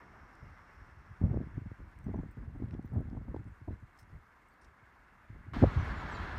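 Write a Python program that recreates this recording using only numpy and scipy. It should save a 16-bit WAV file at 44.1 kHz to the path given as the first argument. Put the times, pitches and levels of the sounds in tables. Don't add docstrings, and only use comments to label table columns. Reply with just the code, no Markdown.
import sys
import numpy as np
from scipy import signal
from scipy.io import wavfile
from scipy.ndimage import minimum_filter1d, map_coordinates

SR = 44100
rng = np.random.default_rng(int(sys.argv[2]) if len(sys.argv) > 2 else 0)


def decibels_to_gain(level_db):
    exponent = np.asarray(level_db, float) / 20
    return 10 ** exponent


def unload_wav(signal):
    wavfile.write(
        sys.argv[1],
        SR,
        np.round(np.clip(np.atleast_2d(signal).T, -1, 1) * 32767).astype(np.int16),
    )


N = 281358
SECONDS = np.arange(N) / SR
STEP_S, STEP_DB = 5.535, 19

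# top_s, top_db
BUFFETS = [(1.114, -45), (1.58, -36), (1.62, -43), (1.668, -40), (1.718, -43), (2.79, -39), (2.85, -43),
           (3.18, -40), (3.37, -43), (3.475, -42), (3.625, -46), (3.835, -47), (4.83, -61), (5.305, -46),
           (5.485, -43), (5.675, -25), (5.83, -32), (1.235, -30), (2.645, -35), (2.97, -33), (5.768, -26),
           (5.8, -32)]


def in_time(rows):
    s, *columns = np.transpose(rows)
    return [np.interp(SECONDS, s, column) for column in columns]


def after_step():
    return SECONDS - STEP_S


def rms_one(x):
    return x / np.sqrt(np.mean(x ** 2) + 1e-20)


def cut(x, hz, kind, order):
    return signal.sosfilt(signal.butter(order, hz, kind, fs=SR, output="sos"), x)


def drift(rate):
    r = np.exp(-80 * np.pi * rate / SR)
    white = rng.standard_normal(N // 40 + 2002)
    slow = signal.lfilter([1], [1, -2 * r, r * r], white)[2000:]
    return np.interp(np.arange(N) / 40, np.arange(len(slow)), rms_one(slow))


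def ring(x, hz, t60):
    r, w = decibels_to_gain(-60 / (t60 * SR)), 2 * np.pi * hz / SR
    return signal.lfilter([0, np.sin(w)], [1, -2 * r * np.cos(w), r * r], x + 1e-18)


def add(out, s, x):
    i = int(s * SR)
    out[i:i + len(x)] += x[:N - i]


def street_levels():
    # time_s, level_db before the level is turned up
    tyre_roar = [(0, -62), (.5, -60.5), (1, -61.5), (1.6, -62.5), (2.2, -64.5), (2.8, -66), (3.4, -65.5),
                 (4, -65.5), (4.6, -65.5), (5.1, -63.5), (5.5, -62), (5.6, -66.5), (6.38, -64.5)]
    drone_db, drone_start_db, drone_fade_s = -3, 13, 0.75
    swell_db, swell_s, swell_width_s = 3, 4.75, .35
    hiss_db, hiss_follows, air_db, air_follows = 1.64, .45, 4, .05
    turned_drone_db, turned_hiss_db, turned_air_db = 5, 6.5, -12
    roar_db, = in_time(tyre_roar)
    up = after_step() > 0
    swing_db = roar_db + 63.5
    settle_db = up * 3 * np.exp(-np.abs(after_step()) / 0.19)
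    low_db = drone_db + drone_start_db * np.exp(-SECONDS / drone_fade_s) - swing_db
    low_db = low_db + up * turned_drone_db
    low_db = low_db + swell_db * np.exp(-((SECONDS - swell_s) / swell_width_s) ** 2)
    upper_db = hiss_db - (1 - hiss_follows) * swing_db + up * turned_hiss_db + settle_db
    top_db = air_db - (1 - air_follows) * swing_db + up * turned_air_db + settle_db
    return roar_db + up * STEP_DB, low_db, upper_db, top_db


def street(patchy_db, quiet_top_db):
    control_hz = [400, 2200, 3600, 10000]
    # pitch_hz, density_db (dB per Hz)
    colour = [(150, 0), (350, -2), (480, -6.5), (700, -3), (1000, 1.5), (1700, 1.5), (2100, -4),
              (2600, -15), (3300, -23), (4500, -27.5), (5300, -28.5), (7000, -32.5), (9500, -35.5),
              (12200, -36.5), (15000, -42)]
    roar_db, low_db, upper_db, air_db = street_levels()
    controls = [low_db, 0 * roar_db, upper_db, air_db]
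    hz, density_db = np.transpose(colour)
    white = rng.standard_normal((2, N))
    edges = np.append(88 * 2 ** np.arange(0, 7.4, 1 / 3), 16000)
    out, together = 0, drift(22)
    for k, (low, high) in enumerate(zip(edges, edges[1:])):
        place = np.log(low * high) / 2
        shares = [np.interp(place, np.log(control_hz), row) for row in np.eye(4)]
        moved_db = sum(share * control for share, control in zip(shares, controls))
        if high == edges[-1]:
            moved_db = moved_db + quiet_top_db * (after_step() < 0)
        flicker_db = patchy_db * (0.83 * together + drift(14))
        band_db = np.interp(place, np.log(hz), density_db) + flicker_db + moved_db + roar_db + 11.0
        out = out + decibels_to_gain(band_db) * cut(white[k % 2], [low, high], "band", order=4)
    return out


def whine():
    # time_s, level_db
    fading = [
        (0, -83.5),
        (.4, -82.5),
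        (.8, -83.5),
        (1.2, -88.5),
        (1.8, -92.5),
    ]
    level_db, = in_time(fading + [(2.6, -110)])
    width_hz = 520
    return decibels_to_gain(level_db) * rms_one(ring(rng.standard_normal(N), 5450, 2.5 / width_hz))


def birds():
    # start_s, length_s, start_hz, end_hz, level_db
    clear = [
        (5.958, .055, 7450, 6800, -71.5),
        (6.113, .063, 7900, 6750, -67),
        (6.116, .021, 5600, 6300, -68),
        (6.137, .032, 4500, 4750, -62),
        (6.205, .025, 4170, 4150, -62),
    ]
    # start_s, length_s, start_hz, end_hz, level_db
    hoarse = [
        (3.705, .038, 3950, 3750, -84),
        (4.508, .038, 4550, 4350, -83.5),
        (5.78, .05, 6080, 5900, -69),
        (5.89, .03, 4500, 4500, -64),
        (6.149, .033, 4130, 3850, -57.5),
        (6.175, 0.06, 3200, 3150, -61),
    ]
    out, wobble, flutter = np.zeros(N), drift(130), drift(120)
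    # wobble in Hz, arch of the pitch in Hz (whistles sag, chirps arch up in the middle)
    notes = [(*row, 25, -90) for row in clear] + [(*row, 110, 90) for row in hoarse]
    for start, length, start_hz, end_hz, level_db, hoarse_hz, arch_hz in notes:
        span = slice(int(start * SR), int((start + length) * SR))
        u = np.linspace(0, 1, span.stop - span.start)
        glide = np.interp(u, [0, .5, 1], [start_hz, (start_hz + end_hz) / 2 + arch_hz, end_hz])
        pitch = glide + hoarse_hz * wobble[span]
        flutter_db = (1.0 + 0.016 * hoarse_hz) * flutter[span]
        loud = np.sin(np.pi * u) ** 0.37 * decibels_to_gain(level_db + flutter_db)
        out[span] += loud * np.sin(2 * np.pi * np.cumsum(pitch) / SR)
    dull = cut(out, 6800, "low", order=2)
    for lag_s, echo_db in [(.011, -11), (.019, -12), (.031, -13), (.047, -15)]:
        add(out, lag_s, decibels_to_gain(echo_db) * dull)
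    return out


def keys():
    # pitch_hz, t60_s
    modes = [
        (5950, .055),
        (8350, .055),
        (14950, .07),
        (5250, .05),
    ]
    # start_s, then the level_db of each mode in turn
    clinks = [
        (2.042, -72, -74, -76, -98.5),
        (2.163, -75, -94.5, -85, -98),
        (2.311, -96, -74.5, -73, -98),
        (2.601, -98, -98, -82, -97.5),
        (2.855, -81, -98, -69, -88),
        (3.988, -80, -71.5, -89.5, -62.5),
        (4.012, -78.5, -77, -98, -71),
        (4.092, -98, -97, -98, -78.5),
        (4.486, -89, -74.5, -88, -96.5),
    ]
    out, table = np.zeros(N), np.array(clinks)
    chatter = np.hanning(260) * rng.standard_normal((len(modes), 260))
    for (hz, t60), strength_db, contact in zip(modes, table[:, 1:].T, chatter):
        clicks = np.zeros(N)
        clicks[(table[:, 0] * SR).astype(int)] = decibels_to_gain(strength_db)
        turning = np.exp(2j * np.pi * hz * np.arange(len(contact)) / SR)
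        contact = contact / abs(contact @ turning)
        out += ring(signal.fftconvolve(clicks, contact, "same"), hz, t60)
    return out


def ticks():
    # start_s, peak_db, centre_hz
    grit = [(.353, -62.5, 6300), (1.914, -70, 8600), (1.988, -59, 8000), (1.988, -58, 2000),
            (2.03, -72, 8000), (2.311, -71, 8900), (2.584, -70.5, 11000), (2.61, -71, 3800),
            (2.647, -66, 11500), (2.656, -63, 2200), (2.685, -59, 2050), (2.709, -48, 1700),
            (2.709, -68, 6000), (2.729, -69, 3500), (2.741, -51, 1800), (2.826, -67.5, 6700),
            (2.876, -67, 3600), (2.683, -71.5, 11000), (2.741, -70, 8000), (2.936, -62, 11000),
            (3.008, -62, 11500), (3.099, -62.5, 2400), (3.288, -71, 8400), (3.364, -58, 2600),
            (3.443, -69, 7900), (4.486, -66.5, 9500), (4.538, -71.5, 11700), (5.849, -62, 8800),
            (5.884, -62, 10000)]
    # start_s, peak_db, low_hz, high_hz, t60_s
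    scuffs = [(2.717, -71, 2500, 7000, .07), (3.475, -76.5, 7550, 9500, .06), (3.974, -65, 3500, 9500, .03),
              (3.987, -61.5, 2000, 6500, .083), (3.987, -62, 6500, 15600, .079),
              (4.008, -63.5, 4530, 15900, .05), (4.026, -68, 4500, 9500, .043),
              (4.612, -67, 3000, 6200, .07), (4.613, -72, 8200, 9900, .074), (4.629, -67, 3000, 7000, .05),
              (4.643, -59.5, 1000, 5900, .044)]
    # pitch_hz, width_hz, level_db
    hollows = [
        (5540, 770, -2),
        (9000, 710, -5),
    ]
    out, fall = np.zeros(N), np.arange(3500) / SR
    half = 2 ** (1.1 / 2)
    rows = scuffs + [(s, peak_db, hz / half, hz * half, .009) for s, peak_db, hz in grit]
    white = rng.standard_normal((len(rows), 3500))
    for (s, peak_db, low_hz, high_hz, t60), own in zip(rows, white):
        swell = (1 - np.exp(-fall / (.07 * t60))) * decibels_to_gain(-60 * fall / t60)
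        burst = cut(own * swell, [low_hz, min(high_hz, 17000)], "band", order=2)
        add(out, s, decibels_to_gain(peak_db) * burst / np.abs(burst).max())
    coloured = 0.69 * out
    for hz, width_hz, level_db in hollows:
        coloured = coloured + decibels_to_gain(level_db) * signal.lfilter(*signal.iirpeak(hz, hz / width_hz, SR), out)
    return coloured


def wind_level():
    # time_s, level_db before the level is turned up
    breeze = [
        (0, -61.5),
        (1.05, -63),
        (1.2, -66),
        (3.9, -66),
        (4.3, -68),
        (5.25, -67),
        (5.9, -62),
        (6.38, -61),
    ]
    # top_s, top_db, rise_s per 20 dB, fall_s per 20 dB
    gusts = [(.43, -54, .04, .5), (.78, -56, .1, 0.41), (.97, -55, 0.04, 0.29), (1.225, -33, .04, .25),
             (1.34, -35, .1, 0.23), (1.5, -46, 0.18, 0.17), (1.79, -44, 0.01, .15), (1.97, -50, 0.04, .2),
             (2.08, -36, 0.05, .25), (2.19, -39, 0.11, 0.14), (2.38, -45, 0.03, .4), (2.64, -41, .3, .4),
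             (2.97, -34, 0.1159, 0.13), (3.1, -44, .1, 0.38), (3.29, -42, 0.09, .3),
             (3.69, -38, 0.02, 0.1155), (4.03, -55, 0.08, 0.15), (4.145, -47, 0.09, 0.08),
             (4.68, -59, 0.22, 0.09), (5.15, -57, .15, 0.16), (5.36, -48, 0.09, 0.28),
             (5.57, -31, 0.0571, 0.04), (5.632, -23, 0.0468, 0.06), (5.765, -31, 0.05, 0.09),
             (5.93, -37, .2, 0.12)]
    rumbles = [(s, top_db - 5, .025, .035) for s, top_db in BUFFETS]
    power = decibels_to_gain(in_time(breeze)[0] + STEP_DB * (after_step() > 0)) ** 2
    for s, top_db, rise_s, fall_s in gusts + rumbles:
        below = np.maximum((s - SECONDS) / rise_s, (SECONDS - s) / fall_s)
        power = power + decibels_to_gain(top_db - 20 * below) ** 2
    return 10 * np.log10(power)


def eddies(size):
    large = signal.butter(2, [.008, .026], "band", output="sos")
    small = signal.butter(3, .06, "low", output="sos")
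    white = rng.standard_normal((2, size + 2000))
    large_air = rms_one(signal.sosfilt(large, white[0]))
    small_air = rms_one(signal.sosfilt(small, white[1]))
    return rms_one((large_air + 0.16 * small_air)[2000:])


def wind(level_db, rumble_hz, lumpy_db):
    true_db = level_db - STEP_DB * (np.arange(N) > STEP_S * SR)
    lumps = drift(18)
    speed = decibels_to_gain(.33 * lumpy_db * lumps + .15 * (true_db + 48))
    place = np.cumsum(rumble_hz * speed) * 100 / SR
    air = eddies(size=N // 2)
    return decibels_to_gain(level_db + lumpy_db * lumps) * map_coordinates(air, [place], order=3)


def puff_rows(level_db):
    # top_s, peak_db, pitch_hz
    strong = [(1.2156, -25, 219), (1.2257, -30, 207), (1.2626, -32, 177), (1.2991, -32.5, 206),
              (1.4142, -26.5, 217), (1.5815, -30.5, 229), (1.6621, -35, 182), (1.8024, -43, 228),
              (2.0682, -27.5, 182), (2.1023, -31, 190), (2.1594, -28, 202), (2.2005, -31.5, 189),
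              (2.2342, -35, 290), (2.2634, -39, 210), (2.43, -40.5, 205), (2.6236, -26.5, 242),
              (2.6392, -31.5, 198), (2.7375, -31, 199), (2.7504, -31, 261), (2.7952, -29, 216),
              (2.8471, -35.5, 222), (2.94, -37, 206), (2.9611, -30, 199), (2.9818, -28, 205.7),
              (3.0054, -33, 236), (3.131, -31.5, 217), (3.466, -43, 191), (3.616, -47, 255),
              (3.8278, -47.5, 199), (5.3017, -46.5, 215)]
    # top_s, peak_db, pitch_hz, length_ms, ragged_db against the peak
    slaps = [(1.334, -37.5, 327, 3.3, -12), (1.3432, -31, 187, 6, -18), (1.373, -22.5, 259.5, 2.05, -19.5),
             (1.7164, -37.5, 245, 2.3, -18), (2.0849, -31, 264, 2.7, -14), (2.1418, -31, 246, 2.8, -13),
             (2.146, -34, 377, 3.9, -6), (2.1903, -30.5, 236, 3.7, -16.5), (2.3728, -39, 223, 3.5, -17),
             (2.6019, -37.5, 275, 4.3, -17), (3.0164, -34.5, 215, 3.9, -16), (3.1496, -34.5, 253, 2.3, -14),
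             (3.1716, -38.5, 236, 11.4, -10), (3.2866, -37.5, 223, 6.7, -16.5),
             (3.3456, -31.5, 313.5, 3.5, -8), (3.3648, -34, 341, 3.7, -9), (3.6832, -36.5, 298, 8.3, -10),
             (3.69, -32, 109, 13.7, -22.5), (3.7083, -38.5, 222, 3.3, -13), (5.4685, -49, 276, 6, -13.5),
             (2.5615, -42.5, 265, 10.7, -15), (2.9209, -42, 270, 3.3, -15), (3.2145, -44, 207, 6.5, -15),
             (3.4125, -46, 271, 4.7, -17.5)]
    # top_s, peak_db, pitch_hz, length_ms, ragged_db against the peak
    burst = [
        (5.568, -30.5, 253, 8.7, -15.5),
        (5.621, -22, 296, 3.2, -19),
        (5.627, -12, 218.7, 4.4, -15),
        (5.6315, -10, 100, 8, -25),
        (5.6365, -10.5, 289, 4.6, -17),
        (5.6415, -15, 537, 5.04, -21),
        (5.6525, -24, 205, 2.5, -15.5),
    ]
    gap_s, smooth_fray_db = .022, -23
    s = np.arange(.1, 6.3, gap_s)
    late, size, pitch = rng.standard_normal((len(s), 3)).T
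    s = s + gap_s * np.tanh(late) / 2
    level_db = minimum_filter1d(level_db, size=1200)
    here_db = level_db[(s * SR).astype(int)]
    true_db = here_db - STEP_DB * (s > STEP_S)
    small_db = here_db + 0.5 + 3 * size + .35 * (true_db + 45)
    smooth = [(*row, smooth_fray_db) for row in strong]
    smooth += [(a, b, 215 * decibels_to_gain(2.4 * c), -18) for a, b, c in zip(s, small_db, pitch)]
    timed = [(a, b, hz, 4.1 * (210 / hz) ** 1.8, fray_db) for a, b, hz, fray_db in smooth]
    # 100 Hz, 13 ms
    swings = [(a, b + 4.5, 100, 13, smooth_fray_db - 10) for a, b in BUFFETS]
    return slaps + burst + swings + timed


def puffs(rows):
    out, t = np.zeros(N), np.arange(-2000, 2000) / SR
    ragged = rms_one(cut(rng.standard_normal(N), [400, 900], "band", order=3))
    for (s, peak_db, hz, ms, fray_db), turn in zip(rows, rng.random(len(rows))):
        bell = np.exp(-(1250 * t / np.clip(ms, 2, 40)) ** 2)
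        phase = np.cumsum(hz * (.5 + 0.61 * bell)) / SR + turn
        fray = bell ** 1.7 * ragged[int(s * SR) - 2000:][:4000]
        fray *= decibels_to_gain(fray_db + 3.0) / np.abs(fray).max()
        add(out, s + t[0], decibels_to_gain(peak_db - 1.0) * (bell * np.cos(2 * np.pi * phase) + fray))
    return out


def scene():
    background = street(patchy_db=0.87, quiet_top_db=-16) + whine() + birds()
    level_db = wind_level()
    air = wind(level_db, rumble_hz=78, lumpy_db=2.5) + puffs(puff_rows(level_db))
    air = cut(air, 37, "high", order=3)
    overload = .36
    air = cut(overload * np.tanh(air / overload), 1600, "low", order=3)
    return (background + keys() + ticks() + air)[None]


def roll_off(x):
    return signal.sosfilt(signal.butter(12, 15750, fs=SR, output="sos"), x)


def record(dry):
    dip_hz, dip_width_hz, dip_depth = 10520, 970, .4
    hollow = signal.lfilter(*signal.iirpeak(dip_hz, dip_hz / dip_width_hz, SR), dry)
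    return roll_off(dry - dip_depth * hollow)


dry = scene()
out = record(dry)
unload_wav(out)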